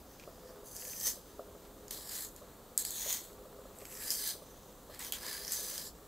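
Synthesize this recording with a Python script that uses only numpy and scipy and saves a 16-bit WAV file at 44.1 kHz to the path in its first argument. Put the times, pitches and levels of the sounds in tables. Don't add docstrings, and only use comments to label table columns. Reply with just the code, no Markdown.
import sys
import numpy as np
from scipy import signal
from scipy.fft import rfft, irfft, next_fast_len
from scipy.io import wavfile

SR = 44100
rng = np.random.default_rng(int(sys.argv[2]) if len(sys.argv) > 2 else 0)


def dump(signal):
    limited = np.clip(np.atleast_2d(signal).T, -1, 1)
    pcm = np.round(limited * 32767).astype(np.int16)
    wavfile.write(sys.argv[1], SR, pcm)


def boost(x):
    u = np.asarray(x, float) / 20
    return 10 ** u


N = 267687


def rms_one(x):
    return x / np.sqrt(np.mean(x ** 2) + 1e-20)


def in_time(rows):
    s, *columns = np.transpose(rows)
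    return [np.interp(np.arange(N) / SR, s, column) for column in columns]


def at_hz(points, hz):
    point_hz, value = np.transpose(points)
    return np.interp(np.log(hz), np.log(point_hz), value)


def drift(rate_hz):
    r = np.exp(-2 * np.pi * rate_hz / SR)
    white = rng.standard_normal(N + SR)
    return rms_one(signal.lfilter([1], [1, -2 * r, r * r], white)[SR:])


def body(x, modes, order=1, sway=None):
    out = 0
    for k, (hz, width_hz, level_db) in enumerate(modes):
        r = np.exp(-np.pi * width_hz / SR)
        section = [(1 - r * r) / 2, 0, (r * r - 1) / 2, 1, -2 * r * np.cos(2 * np.pi * hz / SR), r * r]
        gain = boost(level_db)
        if sway is not None:
            gain = gain * sway[k % len(sway)]
        sign = (-1) ** k
        out = out + sign * gain * signal.sosfilt([section] * order, x)
    return out


def grains(per_s, spread_db, clump_db, clump_hz):
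    uneven_db = spread_db * np.minimum(rng.exponential(1, N), 4)
    sizes = boost(uneven_db + clump_db * drift(clump_hz))
    signs = rng.choice([-1, 1], N)
    struck = rng.random(N) < per_s / SR
    return rms_one(sizes * signs * struck)


# (time [s], blade level [dB])
PULLS = [
    [(0.64, -64), (0.67, -52.5), (0.79, -45.5), (0.99, -48.5), (1.05, -38.5), (1.08, -33.5), (1.125, -48),
     (1.23, -66)],
    [(1.908, -37), (1.914, -49), (1.951, -50), (2.043, -53), (2.135, -42.5), (2.247, -43), (2.315, -63.5),
     (2.345, -64)],
    [(2.778, -42), (2.785, -41.5), (2.843, -50), (3.027, -40.5), (3.075, -43.5), (3.105, -36.5),
     (3.233, -53.5), (3.4, -77.5)],
    [(3.75, -67), (3.791, -65), (3.949, -51), (4.053, -45.5), (4.101, -48)],
    [(4.11, -40.5), (4.148, -43), (4.23, -43), (4.284, -41), (4.34, -49), (4.406, -67), (4.432, -66)],
    [(4.9, -65), (4.95, -59.5), (4.988, -65), (4.996, -49.5), (5.078, -52.5), (5.116, -59)],
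    [(5.127, -47), (5.175, -54.5), (5.24, -49.5), (5.29, -46.5), (5.44, -51.5), (5.455, -54.5), (5.5, -47),
     (5.516, -42)],
    [(5.524, -34.5), (5.548, -37.5), (5.76, -48), (5.784, -48), (5.885, -52.5), (5.94, -82)],
]
# (shell level [dB], pencil level [dB], shaving level [dB],
# pencil gain through the pull [dB], shell gain through the pull [dB])
GRIPS = [(-16, -7.5, 0.8, 13, 3), (-11.5, -2.5, 2.5, -9, -1), (-14, -1.5, 1, 5, -2), (-10, -8.5, 3, 12, 7),
         (-11.5, 1, 5, 7, 3), (-1, 3.5, 3, -2, -12), (-2, 1.5, 3.5, -3, -7), (-13, -3, 1, 8, 1)]
# (time [s], blade level [dB])
REST = [(0, -67), (.55, -68), (1.3, -68), (1.85, -71), (2.38, -63), (2.46, -67.5), (2.7, -70), (3.7, -73),
        (4.5, -66), (4.9, -68), (6.07, -71.5)]


def twist():
    fidget_db, shell_swell_db, shaving_yield = 2.5, 2.5, 0.05
    t = np.arange(N) / SR
    blade_db = in_time(REST)[0] + fidget_db * drift(6.8)
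    shell_db, pencil_db, shaving_db = np.full(N, -4.), np.full(N, -1.5), np.full(N, -2.5)
    for pull, (shell, pencil, shaving, pencil_gain, shell_gain) in zip(PULLS, GRIPS):
        s, db = np.transpose(pull)
        inside = (t >= s[0]) & (t < s[-1] + .01)
        along = np.clip((t[inside] - s[0]) / (s[-1] - s[0]), 0, 1)
        blade_db[inside] = np.interp(t[inside], s, db)
        swell_db = shell_swell_db * (np.sin(np.pi * along) - .5)
        shell_db[inside] = shell + shell_gain * (along - .5) + swell_db
        pencil_db[inside] = pencil + pencil_gain * (along - .5)
        shaving_db[inside] = shaving - shaving_yield * (blade_db[inside] + 48)
    return blade_db, shell_db, pencil_db, shaving_db


# (time [s], on the blade [0-1], in the cone [0-1])
SEAT = [(.66, 0.05, .01), (.85, 0.14, .01), (1.0, 0.06, 0.17), (1.2, 0.2, 0.24), (1.9, 0.54, 0.5),
        (2.1, 1, 0.22), (2.3, 0.55, 0.66), (2.9, 1, 0.97), (3.1, 0.92, 0.83), (3.8, .98, 0.55),
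        (4.15, 0.27, 0), (4.3, 0.25, 0.38), (5.0, .8, 0.5), (5.15, 0.3, 0.17), (5.3, 0.3, 0.17),
        (5.5, 0, 0.13), (5.58, 0.2, 0.23), (5.9, 0.7, 0.3)]
# (frequency [Hz], width [Hz], level [dB])
BLADE_LOOSE = [(6160, 490, 21), (6530, 2000, -2.5), (7900, 720, -20)]
BLADE_TIGHT = [(6695, 1210, 5.7), (6910, 2270, 0.44), (7850, 1100, 2.7)]
# (frequency [Hz], width [Hz], level [dB])
PENCIL_LOOSE = [(3170, 400, -10), (4700, 750, 0), (5600, 900, -2)]
PENCIL_TIGHT = [(3450, 720, 7.5), (4220, 610, 12.9), (4790, 820, 7.3)]
# (frequency [Hz], width [Hz], level [dB])
SHELL = [(924, 670, -1.5), (1707, 167, 3), (1824, 166, 7), (1902, 860, -1), (2900, 1120, -10)]
# (frequency [Hz], width [Hz], level [dB])
SHAVING = [(8530, 2900, -5), (10550, 1870, -7), (12360, 2050, -5), (13170, 490, -4.5), (14150, 3700, -3),
           (15000, 3400, -8)]


def scrape(blade_db, shell_db, pencil_db, shaving_db):
    on_blade, in_cone = np.clip(in_time(SEAT), 0, 1)
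    rub = boost(-2) * rng.standard_normal(N)
    tear = grains(5000, spread_db=2.6, clump_db=2.2, clump_hz=130) + rub
    grip = [boost(3.2 * drift(3)) for finger in range(4)]

    def rung(modes):
        return rms_one(body(tear, modes, order=2, sway=grip))

    blade = np.sqrt(1 - on_blade) * rung(BLADE_LOOSE) + np.sqrt(on_blade) * rung(BLADE_TIGHT)
    pencil = np.sqrt(1 - in_cone) * rung(PENCIL_LOOSE) + np.sqrt(in_cone) * rung(PENCIL_TIGHT)
    parts = blade + boost(pencil_db) * pencil
    parts = parts + boost(shell_db) * rung(SHELL) + boost(shaving_db) * rung(SHAVING)
    return boost(blade_db - 2.5) * parts


# (time [s], peak level [dB], pitch [Hz], relative level of shell and pencil [dB])
SNAPS = [(0.7647, -30.5, 5700, -11), (0.8797, -33.5, 6100, -20), (1.0002, -31, 7800, -7),
         (1.0113, -31, 8800, -6), (1.0693, -21.5, 5770, -29), (1.092, -35, 5000, -10),
         (1.8812, -38, 6340, -2), (1.9097, -31, 11000, -16), (2.0933, -32, 8040, -2),
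         (2.3623, -39, 13000, -10), (2.7767, -13.5, 7600, -16), (2.8502, -24, 7740, -9),
         (2.876, -32, 7800, -3), (2.906, -26, 7550, -16), (3.0183, -31, 8260, 0), (3.127, -22, 7140, -9),
         (3.7866, -38.5, 7860, -11), (3.8539, -36, 7900, -17), (4.0794, -28, 5200, -1),
         (4.1043, -19, 5300, -12), (4.2755, -23.5, 8400, -21), (4.9465, -42, 2000, -7),
         (4.9922, -33.5, 7900, -19), (5.0475, -29.5, 10260, -4), (5.1223, -21.5, 3240, -12),
         (5.265, -31, 4400, -12), (5.4489, -31, 5000, 3), (5.479, -27, 5860, 3), (5.52, -24, 7800, -14),
         (5.779, -27, 7600, 0)]


def snaps(rows):
    out, t = np.zeros(N + SR), np.arange(SR // 20) / SR
    fall = np.exp(-t / 0.00074) + boost(-20.5) * np.exp(-t / 0.065)
    cracks = rng.standard_normal((170, len(t))) * fall
    for (s, peak_db, hz, low_db), crack in zip(rows, cracks):
        low = body(crack, PENCIL_LOOSE, order=2) + boost(-15.5) * body(crack, SHELL, order=2)
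        sound = body(crack, BLADE_TIGHT + SHAVING, order=2) + boost(low_db + 6.5) * low
        sound += boost(5) * body(crack, [(hz, 400, 0)])
        start = round(s * SR)
        out[start:start + len(t)] += boost(peak_db + 1.5) * sound / np.abs(sound).max()
    return out[:N]


def ticks(blade_db):
    gap_s, over_db, spread_db, low_db = .036, 8, 1.5, -9
    lowest_hz, highest_hz = 4430, 8840
    luck = rng.random((170, 3))
    s = np.clip((np.arange(len(luck)) + luck[:, 0]) * gap_s, 0, (N - 1) / SR)
    effort_db = blade_db[(s * SR).astype(int)]
    peak_db = effort_db + over_db - spread_db * np.log(luck[:, 1] + .05)
    hz = lowest_hz + (highest_hz - lowest_hz) * luck[:, 2]
    return [(a, b, c, low_db) for a, b, c in zip(s, peak_db, hz) if b > -47]


# (time [s], length [s], level [dB])
RUSTLES = [
    (0.169, 0.095, -57.5),
    (1.617, 0.049, -68),
    (2.35, 0.03, -63.5),
    (0.73, 0.33, -60),
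    (3.68, 0.48, -60.5),
]
# (frequency [Hz], width [Hz], level [dB])
SLEEVE = [(2170, 1100, -0.5), (2650, 710, 3), (5000, 2800, -8.5), (7840, 3000, -34)]


def sleeve():
    t, swell = np.arange(N) / SR, 0
    for s, length_s, level_db in RUSTLES:
        along = np.clip((t - s) / length_s, 0, 1)
        swell = swell + boost(level_db) * np.sin(np.pi * along)
    return swell * rms_one(body(grains(7400, spread_db=9.0, clump_db=5.0, clump_hz=130), SLEEVE))


def tabletop(x):
    left_lag_s, right_lag_s, echo_db = .00042, .00057, -17
    return np.array([x + boost(echo_db) * np.roll(x, round(lag_s * SR)) for lag_s in (left_lag_s, right_lag_s)])


# (time [s], peak level [dB])
PLOPS = [(0.275, -26.5), (0.632, -34.5), (0.867, -34), (1.067, -34), (1.168, -34.5), (1.393, -21.5),
         (1.483, -33), (1.549, -32.5), (1.918, -41), (1.984, -35), (2.418, -33), (3.06, -26.5),
         (3.318, -36), (3.453, -31.5), (3.586, -31.5), (3.652, -32), (3.82, -32), (4.353, -35),
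         (4.42, -32.5), (4.896, -30.5), (5.154, -48), (5.356, -50), (5.589, -31.5), (5.722, -37)]
# (time [s], level [dB])
TRICKLE = [(0.0, -98), (0.32, -56.5), (0.51, -52), (1.23, -64), (1.6, -55.5), (2.5, -57.5), (2.9, -65),
           (3.23, -52.5), (3.67, -52), (4.82, -62.5), (5.11, -54.5), (6.07, -56.5)]
# (frequency [Hz], width [Hz], level [dB])
VESSEL = [(410, 8.3, -0.5), (509.5, 17, -4), (550, 72, -19), (663.6, 17, -12), (1100, 290, -23.5)]


def water():
    base_hz, hz_per_db = 649, 3.5
    out, t = np.zeros(N + SR), np.arange(SR // 20) / SR
    for s, peak_db in PLOPS:
        hz = base_hz + hz_per_db * (peak_db + 37.5)
        turns = hz * (t - 0.24 * 0.0039 * (1 - np.exp(-t / 0.0025)))
        wave = np.sin(2 * np.pi * turns) + boost(-11) * np.sin(4 * np.pi * turns)
        shape = (1 - np.exp(-t / 0.0039)) * np.exp(-t / 0.0023)
        start = round(s * SR)
        out[start:start + len(t)] += boost(peak_db + 2.5) * shape * wave
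    plops = out[:N]
    trickle = rms_one(body(grains(250, spread_db=2.5, clump_db=2.5, clump_hz=10), VESSEL))
    return plops + boost(15.0) * body(plops, VESSEL) + boost(in_time(TRICKLE)[0] - 4.5) * trickle


def room(x):
    t60_s, wall_cut_hz = 0.094, 60000
    size = next_fast_len(N + SR)
    w = 2 * np.pi * np.arange(size // 2 + 1) / size
    dull = 1 / (1 + 1j * w * SR / (2 * np.pi * wall_cut_hz))
    out, spectrum = np.zeros((2, len(w)), complex), rfft(x, size)
    lags = (rng.uniform(.004, .03, 16) * SR).astype(int)
    for k, lag in enumerate(lags):
        loop = boost(-60 * lag / SR / t60_s) * dull * np.exp(-1j * w * lag)
        out[k % 2] += (-1) ** (k // 2) * loop / (1 - loop)
    return irfft(out * spectrum, size)[:, :N]


# (frequency [Hz], density [dB per Hz])
FLOOR = [(22, 0.5), (50, -2), (100, -9), (200, -5.5), (500, -7.5), (750, -12), (1300, -16), (1900, -29),
         (2600, -28.5), (3600, -23.5), (5400, -29.5), (7000, -23.5), (10000, -28), (15500, -23)]
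# (frequency [Hz], correlation [0-1])
LIKENESS = [(60, .97), (250, .97), (1000, .95), (2500, .86), (15000, .8)]
# (frequency [Hz], width [Hz], level [dB])
HUM = [(43.5, 4, 0), (70, 14, -7)]


def floor():
    out, edges = 0, 22 * 2 ** np.arange(0, 9.7, 1 / 4)
    white = rng.standard_normal((2, 2, N + SR))
    for k, (low, high) in enumerate(zip(edges, edges[1:])):
        band = signal.butter(2, [low, high], "band", fs=SR, output="sos")
        mid, side = signal.sosfilt(band, white[k % 2])[:, SR:]
        hz = np.sqrt(low * high)
        alike = np.clip(at_hz(LIKENESS, hz), 0, 1)
        stereo = np.sqrt(1 + alike) * mid + np.sqrt(1 - alike) * side * [[1], [-1]]
        out = out + boost(at_hz(FLOOR, hz)) * stereo
    hum = rms_one(body(white[0, 0], HUM)[SR:])
    return boost(-55.0) * rms_one(out) + boost(-66.0) * hum


def scene():
    levels = twist()
    near = scrape(*levels) + sleeve() + snaps(SNAPS) + snaps(ticks(levels[0]))
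    far = water()
    reverberant = boost(-11.5) * room(near + boost(-8.5) * far)
    return tabletop(near) + far + reverberant + floor()


def band_limit(x):
    return signal.sosfilt(signal.butter(12, 16840, fs=SR, output="sos"), x)


def record(dry):
    top = signal.ellip(12, .5, 75, 15680, fs=SR, output="sos")
    rumble = signal.butter(2, 24, "high", fs=SR, output="sos")
    mix = signal.sosfilt(np.vstack([top, rumble]), dry)
    return band_limit(mix)


dry = scene()
out = record(dry)
dump(out)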